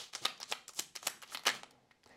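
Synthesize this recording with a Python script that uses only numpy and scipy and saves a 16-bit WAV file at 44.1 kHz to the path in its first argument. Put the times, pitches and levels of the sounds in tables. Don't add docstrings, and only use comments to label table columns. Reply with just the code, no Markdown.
import sys
import numpy as np
from scipy import signal
from scipy.fft import rfft, irfft
from scipy.io import wavfile

SR = 44100
rng = np.random.default_rng(int(sys.argv[2]) if len(sys.argv) > 2 else 0)


def transcribe(u):
    v = np.clip(np.atleast_2d(u).T, -1, 1)
    q = np.round(v * 32767).astype(np.int16)
    wavfile.write(sys.argv[1], SR, q)


N = 95300
DIRECTIONS = 4


def undb(db):
    return 10 ** (np.asarray(db) / 20)


def unit(x):
    return x / np.sqrt(np.mean(x ** 2) + 1e-20)


def freqs(size):
    return np.maximum(np.fft.rfftfreq(size, 1 / SR), 1)


def curve(points, hz):
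    p = np.array(points, float)
    return np.interp(np.log(hz), np.log(p[:, 0]), p[:, 1])


def colour(x, db):
    return irfft(rfft(x) * undb(db), x.shape[-1])


def resonate(x, hz, q, db):
    b, a = signal.iirpeak(hz, q, fs=SR)
    return x + (undb(db) - 1) * signal.lfilter(b, a, x)


def add(out, start, x):
    i = max(int(start * SR), 0)
    part = out[..., i:i + x.shape[-1]]
    part += x[..., :part.shape[-1]]


REGISTER_BORDERS = [170, 480, 1500, 5000, 9000, 15000]
REGISTER_LENGTHS = [2.2, 0.91, 2.04, 0.95, 1.1]
ATTACK_S, SETTLE_S, SETTLE_DB = 0.0001, 0.007, -13.5
LEVEL_WINDOW_S = 0.005
HOLLOW_DB, HOLLOW_Q, RING_DB, RING_Q = 5.5, 6, 9.5, 4.95
RING_SPREAD_OCT = 0.4


def contacts(table, trim_db, thud_db=None):
    default_thud = [] if thud_db is None else [thud_db]
    rows = np.array([list(row) + default_thud for row in table])
    start, length_ms, hollow, ring, snap, body, edge, tick, thud = rows.T[:, :, None, None]
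    t = np.arange(1024) / SR
    length = length_ms / 1000
    touches = rng.standard_normal((len(rows), len(REGISTER_LENGTHS), DIRECTIONS, len(t)))
    for k, share in enumerate(REGISTER_LENGTHS):
        press = np.exp(-(t / (length * share)) ** 3)
        settle = undb(SETTLE_DB) * np.exp(-t / SETTLE_S)
        touches[:, k] *= (press + settle) * (1 - np.exp(-t / ATTACK_S))

    rung = np.empty_like(touches)
    for i, (hollow_hz, ring_hz) in enumerate(zip(hollow.ravel(), ring.ravel())):
        cupped = resonate(touches[i], hollow_hz, HOLLOW_Q, HOLLOW_DB)
        for d in range(DIRECTIONS):
            shift_oct = RING_SPREAD_OCT * (d - DIRECTIONS / 2) if d else 0
            rung[i, :, d] = resonate(cupped[:, d], ring_hz * 2 ** shift_oct, RING_Q, RING_DB)

    sounds = 0
    for k, relative_db in enumerate([thud, body, 0, edge, tick]):
        order = 2 if k == 0 else 3
        sos = signal.butter(order, REGISTER_BORDERS[k:k + 2], "band", fs=SR, output="sos")
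        x = signal.sosfilt(sos, rung[:, k])
        level = np.sqrt(LEVEL_WINDOW_S * SR / np.sum(x ** 2, axis=-1, keepdims=True))
        sounds = sounds + undb(trim_db + snap + relative_db) * x * level

    out = np.zeros((DIRECTIONS, N))
    for s, sound in zip(start.ravel(), sounds):
        add(out, s, sound)
    return out


PACKET_SLAPS = [(.2503, 1.3, 1210, 3730, -35, -2.5, -4, -27, -13),
                (.2544, 1.18, 1260, 3550, -25, -5.5, -10.5, -16, -23),
                (.5144, 2.6, 540, 5200, -46.5, 2.5, 9, -11.5, -13),
                (.5227, 2.4, 1300, 3290, -31, -3, -13, -14, -25.5),
                (.7905, 1.9, 810, 4140, -38, -8.5, 1, -18.5, -12.5),
                (.7948, 2.35, 780, 7400, -36, -11, 4.5, -1.5, -14.5),
                (1.0673, 3.5, 765, 4400, -35.5, -7.5, -1.5, -17, -21),
                (1.0715, 1.02, 602, 7760, -32, -2.5, 4, 0.5, -14.5),
                (1.3467, 4.8, 1255, 3340, -36, -5, -14.5, -8.5, -16),
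                (1.3723, 0.79, 905, 4840, -41.5, -6, -9.5, -16.5, -28)]


def slaps():
    return contacts(PACKET_SLAPS, trim_db=-0.72)


LOOSE_CARDS = [(1.453, 3.4, 1370, 2230, -39.5, -5.5, -11, -11, -27),
               (1.4612, 2, 1410, 1700, -39.5, -0.5, -8, -21.5, -8),
               (1.4654, 1.9, 1170, 4760, -35.5, -0.5, -4, -10.5, -15.5),
               (1.4677, 2.7, 1106, 3150, -27, -11, -3, -15.5, -14),
               (1.4716, 2.6, 1220, 5570, -29, -1.5, -4.5, -12, -14.5),
               (1.4804, 3.2, 1360, 1810, -31, -1, -6.5, -22, -22),
               (1.4895, 3, 1250, 1705, -33, 0, -4, -14, -22),
               (1.498, 4.5, 1400, 1970, -34.5, -7.5, -11.5, -24.5, -23.5)]


def clatter():
    return contacts(LOOSE_CARDS, trim_db=-0.46)


EDGE_FLICKS = [(.1298, 2.5, 1220, 5400, -54, -7, -4, -13), (.1347, 1.6, 1270, 5100, -45.5, -7, -2.5, -18),
               (.1505, 0.78, 1110, 5400, -36, -9, 2.5, -30), (.1543, 3.7, 1230, 5320, -46.5, -5, -6, -27),
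               (.3773, 2.3, 1280, 5300, -60, -14, 0, -14), (.4014, 3.3, 835, 5470, -49.5, -1, -1.5, -4),
               (.411, 2.6, 1150, 4860, -46.5, -13, -8, -18), (.4163, 2.2, 1070, 5300, -48.5, -1.5, -5, -25),
               (.4295, 1.6, 1140, 5260, -40, -8, 0, -23), (.6803, 2.1, 1195, 7400, -51.5, -11, 8, -2),
               (.691, 4.5, 1140, 6940, -54, 3, 7, -12), (.7345, 3.2, 1150, 7640, -65, -2, 10, 2.5),
               (.7472, 0.89, 1240, 8100, -69.5, -8, 13.5, 10), (.9536, 2.8, 1320, 6500, -46.5, -7, -4, -4),
               (.9614, 1.1, 1240, 5500, -42, -8.5, 3.5, -14),
               (.9694, 2.9, 1290, 2540, -47.5, -15, -8, -15.5),
               (1.0284, 2.7, 730, 6750, -51.5, 4.5, 2.5, -7.5),
               (1.2185, 1.8, 1040, 5110, -53.5, -10.5, -1, -8.5),
               (1.2244, 3.6, 1150, 7550, -52, 3.5, -2.5, -1), (1.232, 6.2, 1170, 2830, -48, -1, -7.5, -12),
               (1.276, 2.5, 1144, 5490, -62, -7, 0, -5), (1.3182, 10, 1344, 1707, -49.5, 2, -10.5, -10.5),
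               (1.3931, 2, 1270, 4200, -52, -1.5, -6, -10), (1.435, 3, 1310, 7960, -54.5, -1, -3.5, -5),
               (1.6327, 1.7, 1240, 3090, -49, 4.5, -2.5, -23),
               (1.7088, 2.3, 720, 4300, -62.5, -3.5, 1.5, -6),
               (1.91, 2.4, 1080, 1940, -61.5, -0.5, -23, -17),
               (2.0333, 2.3, 1400, 1930, -66.5, -3, -19, -22),
               (2.039, 1.3, 710, 4500, -66.5, -6.5, -2, -8.5),
               (2.0597, 0.5, 663, 4600, -62.5, 4.5, -1.5, -13),
               (2.0744, 0.61, 720, 8300, -65.5, -7, -1, -10), (2.092, 1.1, 720, 8200, -69.5, -8, 2, -6)]


def flicks():
    return contacts(EDGE_FLICKS, trim_db=-1, thud_db=-18.5)


SLIDE_RISE_DB, SLIDE_FALL_DB = 17.5, 23
STROKE_EDGE_S = 0.0091


def swell(start, peak, end):
    t = np.arange(N) / SR
    db = np.interp(t, [start, peak, end], [-SLIDE_RISE_DB, 0, -SLIDE_FALL_DB])
    ramps = np.clip(np.minimum(t - start, end - t) / STROKE_EDGE_S, 0, 1)
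    return undb(db) * ramps


GRAINS_PER_S, GRAIN_SHARE = 3900, 0.39


def friction():
    catches = rng.standard_normal(N) * (rng.random(N) < GRAINS_PER_S / SR)
    hiss = rng.standard_normal(N)
    return np.sqrt(GRAIN_SHARE) * unit(catches) + np.sqrt(1 - GRAIN_SHARE) * hiss


# start in seconds, fastest point in seconds, end in
# seconds, level in dB, centre of the hiss in Hz, lift of the hiss over the rub in dB.
FACE_SLIDES = [(-.03, .003, 0.11, -44.5, 4300, 13), (0.118, 0.142, 0.33, -55, 5050, 7),
               (0.21, 0.255, 0.25, -42, 4600, 9), (.405, 0.418, 0.412, -48, 4800, 14),
               (0.472, 0.524, 0.54, -43, 6000, 16), (0.677, 0.677, .725, -49.5, 8500, 13),
               (0.747, 0.792, 0.84, -42, 7900, 18.5), (0.945, 0.96, .982, -52.5, 5800, 8.5),
               (1.014, 1.062, 1.07, -46.5, 7000, 9.5), (1.251, 1.313, 1.32, -54, 4000, 12),
               (1.303, 1.343, 1.349, -44, 9000, 14.5), (1.516, 1.55, 1.616, -47.5, 3800, 6.5)]
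# frequency in Hz, gain in dB.
CARD_COLOUR = [(60, -26.5), (130, 0), (300, -1), (600, 4.5), (1200, 0.5), (2000, -6.5), (3300, -5),
               (6000, -6.5), (8600, -7), (11500, -15), (16000, -16)]
SLIDE_WIDTH_OCT = 0.92


def slides():
    f, out = freqs(N), np.zeros(N)
    for start, peak, end, db, hz, hiss_db in FACE_SLIDES:
        hiss = hiss_db * np.exp(-0.5 * (np.log2(f / hz) / SLIDE_WIDTH_OCT) ** 2)
        rub = unit(colour(friction(), curve(CARD_COLOUR, f) + hiss))
        out += undb(db) * swell(start, peak, end) * rub
    return out


# start in seconds, strongest point in
# seconds, end in seconds, level in dB.
DULL_RUBS = [(1.637, 1.735, 2.125, -68), (2.05, 2.108, 2.44, -62.5)]
# frequency in Hz, gain in dB.
DULL_COLOUR = [(40, -17), (100, -5), (260, 4), (370, -8), (470, 1), (800, 0), (1350, -12), (2000, -12.5),
               (2700, -18.5), (5000, -28), (16000, -52)]


def rubs():
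    f, out = freqs(N), np.zeros(N)
    for start, peak, end, db in DULL_RUBS:
        rub = unit(colour(friction(), curve(DULL_COLOUR, f)))
        out += undb(db) * swell(start, peak, end) * rub
    return out


# frequency in Hz, width in Hz, lift in dB.
DECK_RESONANCES = [(520, 160, 0), (840, 180, 2), (910, 37, -8.5), (1220, 180, 0.5), (1900, 330, 1.5),
                   (2330, 730, 1.5), (3085, 160, 3), (4300, 500, 1), (7400, 1800, -0.5), (8900, 2200, -4.5),
                   (11000, 1000, 3.5)]


def deck(x):
    for hz, width, db in DECK_RESONANCES:
        x = resonate(x, hz, hz / width, db)
    return x


# start in seconds, length in seconds,
# level in dB.
PALM_PUSHES = [(.213, 0.016, -56), (.402, 0.0092, -65), (.503, 0.011, -60.5), (.788, .008, -59),
               (2.058, 0.009, -61)]
# frequency in Hz, gain in dB.
PALM_TONE = [(30, -24), (70, -13), (130, -2), (230, -3), (400, -2), (900, -28.5), (4000, -61.5)]


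def palm():
    out, t = np.zeros(N), np.arange(4096) / SR
    for start, length, db in PALM_PUSHES:
        push = t / length * 2 * np.exp(1 - 2 * t / length)
        x = push * colour(rng.standard_normal(len(t)), curve(PALM_TONE, freqs(len(t))))
        level = np.sqrt(length * SR / np.sum(x ** 2))
        add(out, start, undb(db) * x * level)
    return out


# start in seconds, strongest point in seconds, end in
# seconds, level in dB.
FINGER_SCRAPES = [(1.904, 1.922, 1.923, -55), (2.068, 2.116, 2.42, -64)]
# frequency in Hz, gain in dB.
SCRAPE_COLOUR = [(300, -29), (1100, -14), (1650, -14), (1900, 2), (2350, -12.5), (2900, -17), (5000, -17),
                 (8000, -29.5), (16000, -41)]


def scrapes():
    scrape = unit(colour(friction(), curve(SCRAPE_COLOUR, freqs(N))))
    strokes = sum(undb(db) * swell(start, peak, end) for start, peak, end, db in FINGER_SCRAPES)
    return scrape * strokes


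# delay in seconds, level in dB.
NEAR_ECHOES = [(.0024, -16.5), (.0082, -11.5), (0.0108, -18.5), (.028, -22)]
# centre in Hz, level in dB, time to fall by 60 dB in seconds.
ROOM_TAIL = [(118, -6.5, 0.98), (257, -6, .55), (540, -14.5, 0.55), (1000, -12.5, 0.36), (1850, -12, 0.32),
             (3150, -11.5, 0.36), (5250, -15, 0.32), (8000, -13.5, 0.35), (13000, -16, 0.23)]
# frequency in Hz, time to fall by 60 dB in seconds, level in dB.
LOW_MODES = [(130.5, 1, -59.5), (254.6, .55, -62)]
ROOM_BUILD_S = 0.018


def room(x):
    t = np.arange(SR // 2) / SR
    f = freqs(len(t))
    noise = rfft(rng.standard_normal((DIRECTIONS - 1, len(t))))
    response = np.zeros((DIRECTIONS, len(t)))
    centres = np.log([row[0] for row in ROOM_TAIL])
    for weights, (hz, db, t60) in zip(np.eye(len(ROOM_TAIL)), ROOM_TAIL):
        build = 1 - np.exp(-(t / ROOM_BUILD_S) ** 2)
        fade = np.exp(-np.log(1000) * t / t60) * build
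        band = irfft(noise * np.interp(np.log(f), centres, weights), len(t))
        response[1:] += undb(db) * band * fade / np.sqrt((DIRECTIONS - 1) * np.sum(fade ** 2))
    for hz, t60, db in LOW_MODES:
        response[1] += undb(db) * np.sin(2 * np.pi * hz * t) * np.exp(-np.log(1000) * t / t60)
    response[0, 0] = 1
    for k, (delay, db) in enumerate(NEAR_ECHOES):
        add(response[k % DIRECTIONS], delay, undb([db]))
    return signal.fftconvolve(x, response, axes=-1).sum(axis=0)[:N]


# frequency in Hz, gain in dB.
TONE_COLOUR = [(20, -6), (50, -2.5), (110, -3), (250, -3.5), (700, -12.5), (1500, -15.5), (5000, -17.5),
               (16000, -34)]
TONE_DB = -76.5


def room_tone():
    return undb(TONE_DB) * unit(colour(rng.standard_normal(N), curve(TONE_COLOUR, freqs(N))))


def scene():
    cards = slaps() + clatter() + flicks() + slides() + rubs()
    hands = palm() + scrapes()
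    return (room(deck(cards) + hands) + room_tone())[None]


# frequency in Hz, gain in dB.
MICROPHONE_TREBLE = [(10000, 0), (12000, -1), (13500, -4), (16000, -6.5)]
TOP_HZ = 15850


def record(dry):
    soft = colour(dry, curve(MICROPHONE_TREBLE, freqs(N)))
    lowpass = signal.ellip(10, 0.2, 70, TOP_HZ, fs=SR, output="sos")
    return signal.sosfilt(lowpass, soft)


dry = scene()
out = record(dry)
transcribe(out)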